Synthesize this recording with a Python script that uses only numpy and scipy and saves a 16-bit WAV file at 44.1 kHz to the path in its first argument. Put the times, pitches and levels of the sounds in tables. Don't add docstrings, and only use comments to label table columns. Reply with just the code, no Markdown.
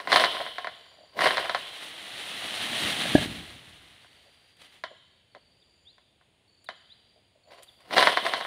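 import sys
import numpy as np
from scipy import signal
from scipy.fft import rfft, irfft, next_fast_len
from scipy.io import wavfile
from scipy.ndimage import map_coordinates

SR = 44100
rng = np.random.default_rng(int(sys.argv[2]) if len(sys.argv) > 2 else 0)


def master_out(mix):
    frames = np.transpose(np.atleast_2d(mix))
    ceiling = np.clip(frames, -1, 1)
    pcm = np.round(ceiling * 32767).astype(np.int16)
    wavfile.write(sys.argv[1], SR, pcm)


N = 373086
TIME = np.arange(N) / SR


def amp(db):
    return 10 ** (np.asarray(db) / 20)

def unit(x):
    return x / np.sqrt(np.mean(x ** 2) + 1e-20)

def along(points, hz):
    f, v = np.transpose(points)
    return np.interp(np.log(hz + 1), np.log(f + 1), v)

def wobble(rate):
    knots = rng.standard_normal(int(N * rate / SR) + 4)
    return map_coordinates(knots, [TIME * rate])

def add(track, s, sound):
    part = track[max(round(s * SR), 0):][:len(sound)]
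    part += sound[:len(part)]

def filtered(x, response):
    size = next_fast_len(N + SR // 2, True)
    return irfft(rfft(x, size) * response(np.fft.rfftfreq(size, 1 / SR)), size)[:N]

def coloured(x, spectrum):
    return unit(filtered(x, lambda hz: amp(along(spectrum, hz))))

def resonant(x, centre_hz, half_width_hz):
    return unit(filtered(x, lambda hz: 1 / (1 + ((hz - centre_hz) / half_width_hz) ** 2)))

def crackle(rate, spread_db):
    sizes = rng.standard_normal(N) * amp(spread_db * np.minimum(rng.standard_normal(N), 2))
    return unit(sizes * (rng.random(N) < rate / SR))

def arches(rows):
    envelope = np.zeros(N)
    for s, length, db in rows:
        add(envelope, s, amp(db) * np.sin(np.linspace(0, np.pi, int(length * SR))))
    return envelope

def swell(rows, build_db_per_s=540, ease_db_per_s=121):
    power = np.zeros(N)
    for s, hold, db in rows:
        before, after = np.clip(s - TIME, 0, 1), np.clip(TIME - s - hold, 0, None)
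        power += amp(db - build_db_per_s * before - ease_db_per_s * after) ** 2
    return np.sqrt(power)


# (frequency [Hz], relative level [dB])
AIR_SPECTRUM = [(15, -43), (25, -7), (82, 4), (253, -5), (666, -7), (1300, -16.5), (3170, -8), (4620, -17),
                (5280, -24), (6050, -32.5), (6730, -20.5), (7500, -27), (9300, -19.5), (12200, -36.5),
                (15500, -37.5)]

def air():
    return amp(-67.5) * coloured(rng.standard_normal(N), AIR_SPECTRUM) * amp(0.38 * wobble(3.3))


# (frequency [Hz], reverberation time [s])
GROVE_T60 = [(80, 1.85), (200, 0.08), (3200, 1.36), (9000, 1.4)]
# (frequency [Hz], gain [dB])
GROVE_GAIN = [(90, 5.5), (300, -2.5), (1000, -5.5), (2200, -6), (3200, 8), (4800, -6.5), (12000, 1)]

def grove(x, build_s=0.0067, segments=34):
    echo, hop = np.zeros(N), N // segments + 1
    for start in range(0, N, hop):
        hz, t, noise = signal.stft(rng.standard_normal(SR), SR, nperseg=256)
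        envelope = amp(-60 * t / along(GROVE_T60, hz)[:, None]) * (1 - np.exp(-t / build_s))
        tail = signal.istft(noise * envelope, SR, nperseg=256)[1]
        add(echo, start / SR, signal.fftconvolve(x[start:start + hop], tail / np.linalg.norm(tail)))
    return filtered(echo, lambda hz: amp(along(GROVE_GAIN, hz)))


# (start [s], end [s], level [dB])
INSECT_PHRASES = [(0.58, 1.166, -75.5), (4.638, 5.2, -82), (5.522, 6.1, -83), (6.423, 7.05, -81.5),
                  (7.304, 7.848, -81.5)]

def insect():
    envelope = arches((start, end - start, db) for start, end, db in INSECT_PHRASES)
    envelope *= amp(1.6 * wobble(40))
    return envelope * resonant(rng.standard_normal(N), centre_hz=7060, half_width_hz=70)


def whistle(length, start_hz, end_hz, curve=1):
    progress = np.linspace(0, 1, int(length * SR))
    hz = start_hz + (end_hz - start_hz) * progress ** curve
    return np.sin(np.pi * progress) * np.sin(2 * np.pi * np.cumsum(hz) / SR)


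# (time [s], duration [s], start pitch [Hz], end pitch [Hz], relative level [dB])
BIRD_SLURS = [(5.618, 0.02, 3900, 3230, -61.5), (5.849, 0.073, 3050, 4410, -56),
              (6.657, 0.031, 4300, 3200, -54), (6.888, 0.057, 3050, 4450, -54),
              (7.678, 0.0224, 4000, 3200, -54.5)]

def slurring_bird():
    song = np.zeros(N)
    for s, length, start_hz, end_hz, db in BIRD_SLURS:
        add(song, s, amp(db) * whistle(length, start_hz, end_hz))
    return song * amp(2.3 * wobble(150))


# (start [s], end [s], relative level [dB])
BIRD_TWITTERS = [(0.697, 1.12, -54.5), (4.016, 4.712, -58.5), (5.061, 5.158, -63), (5.314, 5.969, -59.5),
                 (6.478, 7.168, -59), (7.434, 7.89, -57.5)]

def twittering_bird(high_hz=4810, low_hz=4250, period_s=.047, gap_s=.015):
    song = np.zeros(N)
    for start, end, db in BIRD_TWITTERS:
        for s in np.arange(start, end, period_s):
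            pitch = 1 - 0.051 * np.exp(-(s - start) / 0.16) + rng.normal(0, .005)
            pip = whistle(0.0132, high_hz * pitch, low_hz * pitch, curve=3)
            for lag in (0, gap_s):
                add(song, s + lag + rng.normal(0, 0.0014), amp(db + rng.normal(0, 0.55)) * pip)
    return song


# (time [s], relative level [dB])
FROND_FALL = [(1.6, -45), (1.7, -47.5), (1.85, -43), (1.92, -46.5), (2.81, -31.5), (3.23, -33.5),
              (3.29, -42.5), (3.59, -53), (4.5, -67)]
# (time [s], hold [s], relative level [dB])
LEAF_REBOUNDS = [(4.61, 0.033, -56), (4.73, 0.0148, -58)]
# (frequency [Hz], relative level [dB])
LEAF_SPECTRUM = [(180, -41.5), (300, -8.5), (435, -9.5), (527, -7), (713, -3.5), (913, -8.5), (1250, -6.5),
                 (1420, -7.5), (2030, -1), (2360, -4.5), (3060, 1), (4030, -3), (5300, -18), (8000, -23.5),
                 (10400, -56), (17600, -120)]
# (frequency [Hz], relative level [dB])
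HISS_SPECTRUM = [(3000, -36), (5500, -1.5), (7200, -5.5), (9300, 5), (12500, -9.5), (15500, -10.5)]
# (frequency [Hz], relative level [dB])
RIB_SPECTRUM = [(25, -45.5), (50, -19), (85, -5.5), (160, -1.5), (280, -1), (450, -15.5), (900, -40)]

def falling_frond(fade_db_per_s=55.5, sink_s=3.32, sink_spread_s=.42, sink_db=20):
    s, db = np.transpose(FROND_FALL)
    outside_fall_s = np.abs(TIME - np.clip(TIME, s[0], s[-1]))
    falling = amp(np.interp(TIME, s, db) - fade_db_per_s * outside_fall_s)
    rustle = np.hypot(falling, swell(LEAF_REBOUNDS))
    hiss = rustle.max() * (rustle / rustle.max()) ** 0.98
    swish = rustle * amp(sink_db * np.exp(-np.abs(TIME - sink_s) / sink_spread_s))
    leaves = amp(2) * rustle * coloured(crackle(rate=14000, spread_db=0.5), LEAF_SPECTRUM)
    edges = amp(-11) * hiss * coloured(crackle(rate=17000, spread_db=-2), HISS_SPECTRUM)
    rib = amp(-19 + 2 * wobble(36)) * swish * coloured(rng.standard_normal(N), RIB_SPECTRUM)
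    flutter = amp(0.93 * wobble(35))
    return flutter * (leaves + edges) + rib


# (time [s], relative spit level [dB], relative tick level [dB])
LEAF_FLICKS = [(1.8327, -43.5, -56), (3.0549, -39.5, -28.5), (4.5685, -55, -52.5), (4.6174, -47.5, -39),
               (6.643, -44, -55), (7.6242, -48, -44), (7.6314, -35, -54), (7.8053, -53, -55)]

def flicks(t60=0.048):
    spit, tick = np.zeros((2, N))
    decay = amp(-60 * TIME[:SR // 5] / t60)
    for s, spit_db, tick_db in LEAF_FLICKS:
        add(spit, s, amp(spit_db - 12) * decay)
        add(tick, s, amp(tick_db - 7) * decay)
    noise = rng.standard_normal(N)
    spit_spectrum = [(3000, -16), (6000, -10), (9500, 4.5), (12000, -7), (15000, -11)]
    return spit * coloured(noise, spit_spectrum) + tick * coloured(noise, LEAF_SPECTRUM)


# (time [s], peak level [dB], hardness [dB/octave])
BUTT_IMPACTS = [(3.052, -22.5, 7), (3.15, -1, -4), (3.178, -17.5, 7.5), (3.221, -25.5, -1.5),
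                (3.257, -25.5, -14)]
# (frequency [Hz], relative level [dB], 60 dB decay time [s])
BUTT_MODES = [(160, -9.5, 0.018), (285, -2, 0.029), (620, -8.5, 0.039), (710, -12.5, 0.029),
              (1674, -15, 0.052)]

def thuds(attack_s=0.0016, lag_s_per_octave=.001):
    landing, t = np.zeros(N), TIME[:SR // 5]
    attack = 1 - np.exp(-(t / attack_s) ** 2)
    for s, db, hardness in BUTT_IMPACTS:
        ring = np.zeros(len(t))
        for hz, mode_db, t60 in BUTT_MODES:
            struck_db = mode_db + hardness * np.log2(min(hz, 700) / 300)
            mode = amp(struck_db - 60 * t / t60) * np.sin(2 * np.pi * hz * t) * attack
            add(ring, lag_s_per_octave * np.log2(hz / BUTT_MODES[0][0]), mode)
        add(landing, s, amp(db) * ring / np.abs(ring).max())
    return landing


# (time [s], duration [s], level [dB])
STALK_RUBS = [(0.393, 0.032, -30), (0.975, 0.093, -54.5), (1.148, 0.07, -41), (4.233, 0.093, -65),
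              (4.896, 0.051, -51), (5.343, 0.041, -49), (7.136, 0.069, -64), (7.347, 0.036, -62.5),
              (7.439, 0.16, -58), (7.597, 0.027, -51.5)]

def rubs():
    slips = crackle(rate=1300, spread_db=4.5)
    return arches(STALK_RUBS) * resonant(slips, centre_hz=620, half_width_hz=110)


# (frequency [Hz], width [Hz], gain [dB])
STALK_RESONANCES = [(703.6, 230, 9), (859, 69, -11.5), (1053, 200, 10), (1175, 130, -6), (2026, 230, 5.5),
                    (2850, 190, 5.5), (3060, 140, 3.5)]

def stalk(spectrum, phase_lag=lambda hz: 0, size=4096):
    hz = np.fft.rfftfreq(size, 1 / SR)
    lift_db = sum(db / (1 + (2 * (hz - centre) / width) ** 2) for centre, width, db in STALK_RESONANCES)
    magnitude = amp(along(spectrum, hz) + lift_db)
    cepstrum = irfft(np.log(magnitude))[:size // 2]
    ring = irfft(np.exp(2 * rfft(cepstrum, size) - 1j * phase_lag(hz)))[:size // 2]
    return ring / np.abs(ring).max()


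# (frequency [Hz], relative level [dB])
BENDING_SPECTRUM = [(40, -51), (150, -17.5), (300, -15), (550, -5), (1000, -2.5), (1800, 1.5), (2400, -8.5),
                    (3200, -25), (5000, -65.5)]
# (frequency [Hz], relative level [dB])
OVALLING_SPECTRUM = [(2500, -1.5), (3200, -3.5), (4100, 0), (5000, -12.5), (7000, -27.5), (9500, -27.5),
                     (15000, -54.5)]

def pole(bend_s=0.003003, oval_s=.0035, cutoff_hz=2980):
    bending = stalk(BENDING_SPECTRUM, lambda hz: 4 * np.pi * bend_s * np.sqrt(hz * 1000))
    ovalling = stalk(OVALLING_SPECTRUM,
                     lambda hz: 2 * np.pi * oval_s * np.conj(np.sqrt(hz ** 2 - cutoff_hz ** 2 + 0j)))
    waves = bending[round(bend_s * SR / 2):], ovalling[round(oval_s * SR * .8):]
    return [wave * signal.windows.tukey(len(wave), .025) for wave in waves]


# (time of full force [s], hold [s], level [dB])
POLE_TUGS = [(0.0, 0.0089, -44), (0.113, 0.086, -25.5), (0.35, 0.057, -39.5), (1.213, 0.061, -24.5),
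             (1.39, 0.026, -37.5), (7.52, 0.0072, -50.5), (7.81, 0.03, -58.5), (7.935, 0.023, -31),
             (7.985, 0.02, -19.5), (8.255, 0.013, -30.5), (8.37, 0.013, -39)]
# (frequency [Hz], relative level [dB])
FIBRE_SPECTRUM = [(40, -44.5), (130, -22.5), (250, -14), (400, -6), (560, -3.5), (1000, -6), (1900, -7.5),
                  (3000, -11), (4000, -10.5), (5200, -16.5), (7000, -37), (15000, -58.5)]
# (frequency [Hz], relative level [dB])
FLUTTER_SPECTRUM = [(30, -30.5), (120, -6.5), (250, 0), (450, -4.5), (900, -29.5)]

def tearing(bend_lead_s=.03, splinter_lag_s=.006, judder_db=3):
    strain = amp(-16) * swell(POLE_TUGS, build_db_per_s=340, ease_db_per_s=30)
    tear = np.hypot(swell(POLE_TUGS), strain)
    spray = amp(-18) * np.interp(TIME - splinter_lag_s, TIME, tear)
    bend = amp(-21) * np.interp(TIME + bend_lead_s, TIME, tear)
    fractures = crackle(rate=2000, spread_db=0.5)
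    _, ovalling = pole()
    stalk_ring = unit(signal.fftconvolve(fractures, stalk(FIBRE_SPECTRUM))[:N])
    pole_ring = amp(-15) * unit(signal.fftconvolve(fractures, ovalling)[:N])
    splinters = coloured(crackle(rate=14000, spread_db=0), HISS_SPECTRUM)
    flutter = coloured(rng.standard_normal(N), FLUTTER_SPECTRUM)
    judder = amp(judder_db * np.tanh(wobble(70)))
    return judder * (tear * (stalk_ring + pole_ring) + spray * splinters + bend * flutter)


# (time [s], knock level [dB], zing level [dB])
FIBRE_SNAPS = [(0.0, -26, -37), (0.073, -17.5, -32.5), (0.118, -9.5, -16), (0.127, -5.5, -13.5),
               (0.159, -4, -11), (0.169, -11, -20), (0.196, -11.5, -18.5), (0.238, -6.5, -21),
               (0.244, -13, -19), (0.367, -22.5, -50), (0.403, -22, -61), (0.464, -23.5, -75),
               (0.582, -20, -33), (0.644, -22, -36.5), (0.67, -19.5, -36), (1.19, -13.5, -27.5),
               (1.207, -13, -31), (1.219, -10, -24), (1.258, -10, -23), (1.264, -9, -25),
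               (1.272, -10.5, -21), (1.307, -11.5, -24), (1.37, -15, -22), (1.38, -12.5, -27),
               (1.428, -25.5, -38), (1.456, -20.5, -38), (1.495, -14.5, -25.5), (1.547, -12, -23.5),
               (4.045, -44, -59), (4.837, -21, -31), (5.349, -37, -49.5), (5.981, -48.5, -57.5),
               (6.212, -51.5, -75.5), (6.688, -22, -34), (7.908, -25.5, -37.5), (7.969, -11, -22),
               (7.98, -5, -11.5), (8.005, -13, -23), (8.026, -5.5, -16), (8.071, -2, -16),
               (8.172, -8, -21.5), (8.264, -13, -27.5), (8.336, -11.5, -22), (8.409, -19.5, -32.5),
               (8.449, -22, -42)]

def snaps(joint_s=0.00334, joint_reflection=0.12, rattle_db=-3, rattle_t60=0.12):
    knocks, zings = np.zeros((2, N))
    t = TIME[:SR // 5]
    for s, knock_db, zing_db in FIBRE_SNAPS:
        rattle = rng.standard_normal(len(t)) * amp(-60 * t / rattle_t60) * (1 - np.exp(-t / 0.0007))
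        push = amp(rattle_db) * rattle / np.linalg.norm(rattle)
        push[0] += 1
        s += rng.uniform(-.0005, .0005)
        add(zings, s, amp(zing_db) * push)
        push[round(joint_s * SR * rng.uniform(.85, 1.15))] += joint_reflection
        add(knocks, s, amp(knock_db) * push)
    bending, ovalling = pole()
    return signal.fftconvolve(knocks, bending)[:N] + signal.fftconvolve(zings, ovalling)[:N]


def scene():
    cutting = snaps() + tearing() + rubs() + flicks()
    landing = thuds()
    slurs, twitter = slurring_bird(), twittering_bird()
    echo = grove(amp(-9.5) * cutting + amp(-10.5) * landing + amp(-8.5) * slurs + amp(-1) * twitter)
    birds = amp(2.5) * slurs + amp(-4.5) * twitter
    return (air() + echo + birds + falling_frond() + insect() + landing + cutting)[None]

def record(dry, bass_hz=55, top_hz=15650):
    sound = signal.sosfilt(signal.butter(2, bass_hz, "highpass", fs=SR, output="sos"), dry[0])
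    return filtered(sound, lambda hz: hz < top_hz)[None]


dry = scene()
out = record(dry)
master_out(out)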